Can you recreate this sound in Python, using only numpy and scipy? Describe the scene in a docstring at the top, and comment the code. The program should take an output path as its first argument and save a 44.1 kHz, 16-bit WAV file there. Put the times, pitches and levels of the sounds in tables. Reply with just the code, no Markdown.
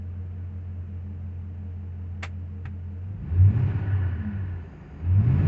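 """A V8 truck engine, heard inside the closed cab, idles and is then revved twice.
Its firing orders boom in the cab; unequal cylinder puffs ring the exhaust pipe and shake the panels.
Valve gear and intake rustle through the firewall and the throttle hisses, over steady fan air.
Before the revs a plastic control in the cab clicks, then clicks back with a soft thump."""
import sys
import numpy as np
from scipy import signal
from scipy.fft import rfft, irfft, next_fast_len
from scipy.io import wavfile
from scipy.ndimage import map_coordinates

SR = 44100
rng = np.random.default_rng(int(sys.argv[2]) if len(sys.argv) > 2 else 0)


def pcm_store(signal):
    """Save signal as 16-bit PCM."""
    levels = np.round(np.clip(np.atleast_2d(signal), -1, 1) * 32767)
    wavfile.write(sys.argv[1], SR, levels.astype(np.int16).T)


N = 241602
TIME_S = np.arange(N) / SR


def amp(db):
    """dB to gain."""
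    return 10 ** (np.asarray(db) / 20)


def unit(x):
    """Scale to rms 1."""
    return x / np.sqrt(np.mean(x ** 2) + 1e-20)


def db_at(spectrum, hz):
    """Read (f/Hz, level/dB) points on a log frequency axis."""
    f, db = np.transpose(spectrum)
    return np.interp(np.log(hz + 1), np.log(f + 1), db)


def wobble(knots_per_s):
    """Smooth random curve."""
    knots = rng.standard_normal(int(N * knots_per_s / SR) + 4)
    return map_coordinates(knots, [TIME_S * knots_per_s])


def swell(start_s, end_s, attack_s=0.071, release_s=0.099):
    """Ramp to 1 from start_s, hold, ramp to 0 from end_s."""
    return np.clip((TIME_S - start_s) / attack_s, 0, 1) * np.clip(1 - (TIME_S - end_s) / release_s, 0, 1)


def filtered(x, response):
    """Apply a complex frequency response."""
    size = next_fast_len(len(x) + SR // 2)
    return irfft(rfft(x, size) * response(np.fft.rfftfreq(size, 1 / SR)), size)[:len(x)]


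def ringing(x, spectrum):
    """Minimum-phase filter: each spectral peak rings on after a push."""
    cepstrum = irfft(np.log(amp(db_at(spectrum, np.fft.rfftfreq(2 * SR, 1 / SR)))))
    cepstrum[1:SR] *= 2
    cepstrum[SR:] = 0
    impulse_response = irfft(np.exp(rfft(cepstrum)))[:SR]
    return signal.fftconvolve(x, impulse_response)[:len(x)]


def resonances(modes, hz):
    """Response of (f/Hz, width/Hz, level/dB) modes of alternating sign."""
    return sum((-1) ** k * amp(db) * 1j * hz * width / (centre ** 2 - hz ** 2 + 1j * hz * width)
               for k, (centre, width, db) in enumerate(modes))


def noise(spectrum):
    """Coloured noise, rms 1."""
    return unit(filtered(rng.standard_normal(N), lambda hz: amp(db_at(spectrum, hz))))


def pulses(at, sizes):
    """Impulses at fractional sample positions."""
    at = np.clip(at, 0, N - 2)
    whole = at.astype(int)
    fraction = at - whole
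    return np.bincount(whole, sizes * (1 - fraction), N) + np.bincount(whole + 1, sizes * fraction, N)


def loudness(law, firing_hz, pedal):
    """Gain from a law: (idle/dB, dB per doubling of speed, dB added at full throttle)."""
    idle_db, doubling_db, throttle_db = law
    return amp(idle_db + doubling_db * np.log2(firing_hz / firing_hz[0]) + throttle_db * pedal)


# Fan air spectrum: f/Hz, relative level/dB
FAN_SPECTRUM = [(150, -27), (350, -5), (480, -1), (560, -4.5), (820, -6.5), (1000, -12.0), (1500, -11.5),
                (2000, -15.5), (2900, -19), (3400, -31), (5000, -34), (7500, -36.5), (8400, -58.5)]


def fan_air(level_db=-61.5):
    """Steady rush of air from the fan."""
    return amp(level_db) * noise(FAN_SPECTRUM)


# Plastic crack spectrum: f/Hz, relative level/dB
CRACK_SPECTRUM = [(200, -9.5), (400, -14.5), (620, -7.5), (1100, -9.5), (1450, -6), (2000, -3.5),
                  (2500, -5.5), (3300, -16), (4200, -19.5), (5500, -24), (7600, -21), (8800, -50)]
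# Modes of control and trim: f/Hz, relative level/dB, t60/s
TRIM_MODES = [(540, -9, 0.062), (781, -3, .11), (975, -12, 0.08), (1300, -9, 0.07), (1595, -6, 0.088),
              (1700, -0.5, 0.049), (1890, 2, 0.046), (2346, -11.5, .07), (2380, -7.5, 0.054),
              (3520, -15.5, 0.055)]
# Contacts: t/s, crack level/dB, treble corner/Hz, ring gain/dB, thump level/dB
CONTACTS = [(2.2255, -41, 8160, -40, -69), (2.2298, -29, 9090, -42, -50), (2.2372, -34, 8870, -39.5, -57),
            (2.654, -43.5, 3900, -43, -27)]


def control_clicks(crack_t60_s=0.099, thump_hz=124, thump_t60_s=0.17, rise_s=0.00065):
    """Each contact cracks, scatters round the padded cab, rings the trim and thumps the panel."""
    out = np.zeros(N + SR)
    t = np.arange(SR // 3) / SR
    for start_s, crack_db, corner_hz, ring_db, thump_db in CONTACTS:
        colour = lambda hz: amp(db_at(CRACK_SPECTRUM, hz)) / np.sqrt(1 + (hz / corner_hz) ** 4)
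        crack = unit(filtered(rng.standard_normal(len(t)), colour)) * amp(crack_db - 60 * t / crack_t60_s)
        ring = sum(amp(ring_db + db - 60 * t / t60_s) * np.sin(2 * np.pi * (hz * t + rng.random()))
                   for hz, db, t60_s in TRIM_MODES)
        thump = np.sin(2 * np.pi * thump_hz * t) * amp(thump_db - 60 * t / thump_t60_s)
        out[round(start_s * SR):][:len(t)] += (crack + ring) * (1 - np.exp(-t / rise_s)) + thump
    return out[:N]


# Open and shut throttle bands, each filter applied twice: f/Hz, width/Hz, level/dB
OPEN_BANDS = [(4640, 300, -1.5), (5300, 690, -2.5), (7100, 460, -2.5)]
SHUT_BANDS = [(4770, 360, 0.5), (6640, 500, 0)]


def throttle(firing_hz, pedal, rush_law=(-112, 10, 18), shut_s=(4.52, 5.0), shut_db=-81):
    """Air rushes through the open throttle and hisses past the shut plate between the revs."""
    hiss = lambda bands: unit(filtered(rng.standard_normal(N), lambda hz: resonances(bands, hz) ** 2))
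    rush = loudness(rush_law, firing_hz, pedal) * hiss(OPEN_BANDS)
    return rush + amp(shut_db) * swell(*shut_s, attack_s=0.18, release_s=0.1) * hiss(SHUT_BANDS)


# Intake duct modes: f/Hz, width/Hz, relative level/dB
DUCT_MODES = [(765, 40, -4.5), (810, 110, -12.5), (966, 130, -5.5), (1473, 59, -0.5), (1718, 47, 0.5),
              (1908, 79, -6), (2200, 52, -12.5), (2920, 180, -13)]


def intake(firings, gulp_db=3.5, firewall_hz=2700):
    """Air rings the intake duct, one gulp a cylinder; the firewall dulls it."""
    flow = rng.standard_normal(N) * amp(gulp_db * np.sin(2 * np.pi * firings))
    response = lambda hz: resonances(DUCT_MODES, hz) / np.sqrt(1 + (hz / firewall_hz) ** 10)
    return unit(filtered(flow, response))


# Valve gear spectrum: f/Hz, relative level/dB
VALVE_SPECTRUM = [(250, -25.5), (480, 0.5), (700, 1.5), (1020, -2), (1250, -4.5), (1750, -9.5), (2150, -8),
                  (2600, -7.5), (3300, -22.5), (4500, -28), (6000, -37.5), (7300, -38), (8400, -62.5)]


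def valve_gear(firings, tick_db=1.5, flutter_db=0.63):
    """Valves and fan rustle, pulsing with each firing."""
    rustle = noise(VALVE_SPECTRUM)
    return unit(rustle * amp(tick_db * np.cos(2 * np.pi * firings) + flutter_db * wobble(60)))


# Pipe and belt lines: multiple of cycle rate (rounded in use), idle level/dB, loudest phase/cycles
HUM_LINES = [(11, -57, 0.7), (24, -53.5, .65), (40, -61.5, 0.6), (53, -67.5, 0.3), (54, -68, 0.5),
             (73.8, -71.5, 0.8), (83.5, -65.5, .29), (110.9, -75, .45), (127.6, -81, 0.6)]


def hums(cycles, revved, throb_db=4.0, waver_db=2, drift_rad=0.3, fade_db=-26):
    """Weak tones of pipe and belt drive throb once a cycle and fade with speed."""
    out = np.zeros(N)
    for order, db, peak_phase in HUM_LINES:
        throb = throb_db * np.cos(2 * np.pi * (cycles - peak_phase))
        gain = amp(db + throb + waver_db * wobble(7))
        phase = 2 * np.pi * (round(order) * cycles + rng.random()) + drift_rad * wobble(4.2)
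        out += gain * np.sqrt(2) * np.sin(phase)
    return amp(fade_db * np.sqrt(revved)) * out


def lope(cycles, revved, order=37, peak_phase=0.03, db=-42.5, waver_db=0.86, drift_rad=0.61, fade_db=-30):
    """Uneven puffs make the pipe hoot once a cycle at idle; the hoot fades with speed."""
    hoot = np.cos(np.pi * (cycles - peak_phase)) ** 2
    tone = np.sqrt(2) * np.sin(2 * np.pi * order * cycles + drift_rad * wobble(5.7))
    return amp(db + waver_db * wobble(5.9) + fade_db * np.sqrt(revved)) * hoot * tone


# Cylinders in firing order: puff size/mean, delay/s
CYLINDER_PUFFS = [(1.14, 1e-05), (1.02, 0.00013), (1.01, 0.0), (1.166, 5e-05), (0.99, -6e-05),
                  (0.94, 6e-05), (1.11, 2e-05), (0.85, -0.0001)]


def puffs(firings, firing_hz, scatter):
    """Unequal cylinder puffs minus an even train: a pattern that repeats each cycle, plus scatter."""
    count = np.arange(1, int(firings[-1]))
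    at = np.interp(count, firings, np.arange(N))
    size, delay_s = np.array(CYLINDER_PUFFS)[count % len(CYLINDER_PUFFS)].T
    size = size + scatter[at.astype(int)] * rng.standard_normal(len(at))
    return (pulses(at + delay_s * SR, size) - pulses(at, np.ones(len(at)))) / np.sqrt(firing_hz)


# Cab panel response: f/Hz, relative level/dB
PANEL_RESPONSE = [(100, -40.5), (230, -5), (285, 1.5), (320, -2.5), (355, -2), (410, -3.5), (490, -20.5),
                  (900, -43.5), (3000, -110)]


def panel_drone(firings, firing_hz, revved, turbulence=0.6):
    """Puffs and turbulent gas shake the cab panels."""
    push = unit(puffs(firings, firing_hz, scatter=0.03 + 0.05 * revved))
    return unit(ringing(push + turbulence * rng.standard_normal(N), PANEL_RESPONSE))


# Exhaust pipe response through the floor: f/Hz, relative level/dB
PIPE_RESPONSE = [(20, -55), (48, -5), (62, -14), (90, 1.5), (110, -8), (145, -1), (172, -4), (205, -6.5),
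                 (240, -22), (300, -28.5), (600, -67.5), (2000, -120)]


def exhaust_burble(firings, firing_hz, revved):
    """Puffs ring the pipe, less regular with speed."""
    push = puffs(firings, firing_hz, scatter=0.033 + 0.07 * revved)
    return unit(ringing(push, PIPE_RESPONSE))


# Cab response: f/Hz, gain/dB
CAB_RESPONSE = [(30, -40), (44, -31.5), (55, -14), (68, -19.5), (78, -17), (83, -7.5), (88, -2), (97, 0),
                (106, -13), (119, -6.5), (134, -12), (154, -13), (180, -18.5), (195, -8.5), (210, 2),
                (226, -13.5), (258, -26), (284, -9), (330, -22)]
# Orders before cab gain: multiple of cycle rate, idle level/dB, speed doubling/dB, full throttle/dB
ENGINE_ORDERS = [(5, -46.5, 8.5, 11.5), (6, -50.5, 15.5, 3.5), (7, -42, 3, 10.5), (8, -28, -5.5, 21.5),
                 (16, -32.5, -4, 6)]


def engine_boom(cycles, firing_hz, pedal, waver_db=1.22, load_waver_db=1.56, stagger_cycles=0.0014):
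    """Strong orders sweep through the cab resonances; under throttle the crank turns less evenly."""
    out = np.zeros(N)
    uneven_cycles = cycles + stagger_cycles * pedal * wobble(35)
    for order, *law in ENGINE_ORDERS:
        cab_db = db_at(CAB_RESPONSE, order * firing_hz / len(CYLINDER_PUFFS))
        flutter_db = (waver_db + load_waver_db * pedal) * wobble(25)
        tone = np.sqrt(2) * np.sin(2 * np.pi * (order * uneven_cycles + rng.random()))
        out += loudness(law, firing_hz, pedal) * amp(cab_db + flutter_db) * tone
    return out


# Engine speed: t/s, firing rate/Hz
ENGINE_SPEED = [(0, 44.1), (.4, 44.67), (.9, 44), (2.98, 43.85), (3.18, 51), (3.3, 77), (3.33, 85),
                (3.46, 96.5), (3.62, 127), (3.72, 135), (3.88, 133.5), (4.2, 109.5), (4.45, 93.5),
                (4.8, 75), (4.96, 74.5), (5.17, 97), (5.37, 142), (5.48, 154)]
# Accelerator blips: press t/s, lift t/s, depth (1 = full throttle)
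PEDAL_BLIPS = [(3.09, 3.62, 0.97), (4.884, 5.5, 1.07)]
# Layer laws: idle level/dB, speed doubling/dB, full throttle/dB
EXHAUST_LAW, PANEL_LAW = (-48.5, 2.8, 12.3), (-61.5, 9.32, 6)
VALVE_LAW, DUCT_LAW = (-68, 11, 4), (-74.5, 15.4, -2.3)
STUMBLE_S, STUMBLE_DB = (3.04, 3.223), 5.5  # exhaust louder as the engine picks up
COAST_S, COAST_BOOM_DB, COAST_INTAKE_DB = (3.85, 4.55), 4.5, 3  # running down on a shut throttle


def scene():
    """Crank speed and pedal drive the engine layers, over fan air and the control's clicks."""
    firing_hz = np.interp(TIME_S, *np.transpose(ENGINE_SPEED))
    pedal = sum(depth * swell(press_s, lift_s, attack_s=0.31, release_s=0.3)
                for press_s, lift_s, depth in PEDAL_BLIPS)
    firings = np.cumsum(firing_hz) / SR
    cycles = firings / len(CYLINDER_PUFFS)
    revved = (firing_hz - firing_hz.min()) / np.ptp(firing_hz)
    stumble, coast = swell(*STUMBLE_S), swell(*COAST_S)
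    gain = lambda law: loudness(law, firing_hz, pedal)
    boom = amp(COAST_BOOM_DB * coast) * engine_boom(cycles, firing_hz, pedal)
    idle_tones = hums(cycles, revved) + lope(cycles, revved)
    exhaust = gain(EXHAUST_LAW) * amp(STUMBLE_DB * stumble) * exhaust_burble(firings, firing_hz, revved)
    panels = gain(PANEL_LAW) * panel_drone(firings, firing_hz, revved)
    valves = gain(VALVE_LAW) * valve_gear(firings)
    duct = gain(DUCT_LAW) * amp(COAST_INTAKE_DB * coast) * intake(firings)
    engine = boom + idle_tones + exhaust + panels + valves + duct + throttle(firing_hz, pedal)
    return (engine + fan_air() + control_clicks())[None]


TOP_HZ = 8100


def record(dry):
    """Brick-wall low-pass at TOP_HZ."""
    return filtered(dry[0], lambda hz: hz < TOP_HZ)[None]


dry = scene()
out = record(dry)
pcm_store(out)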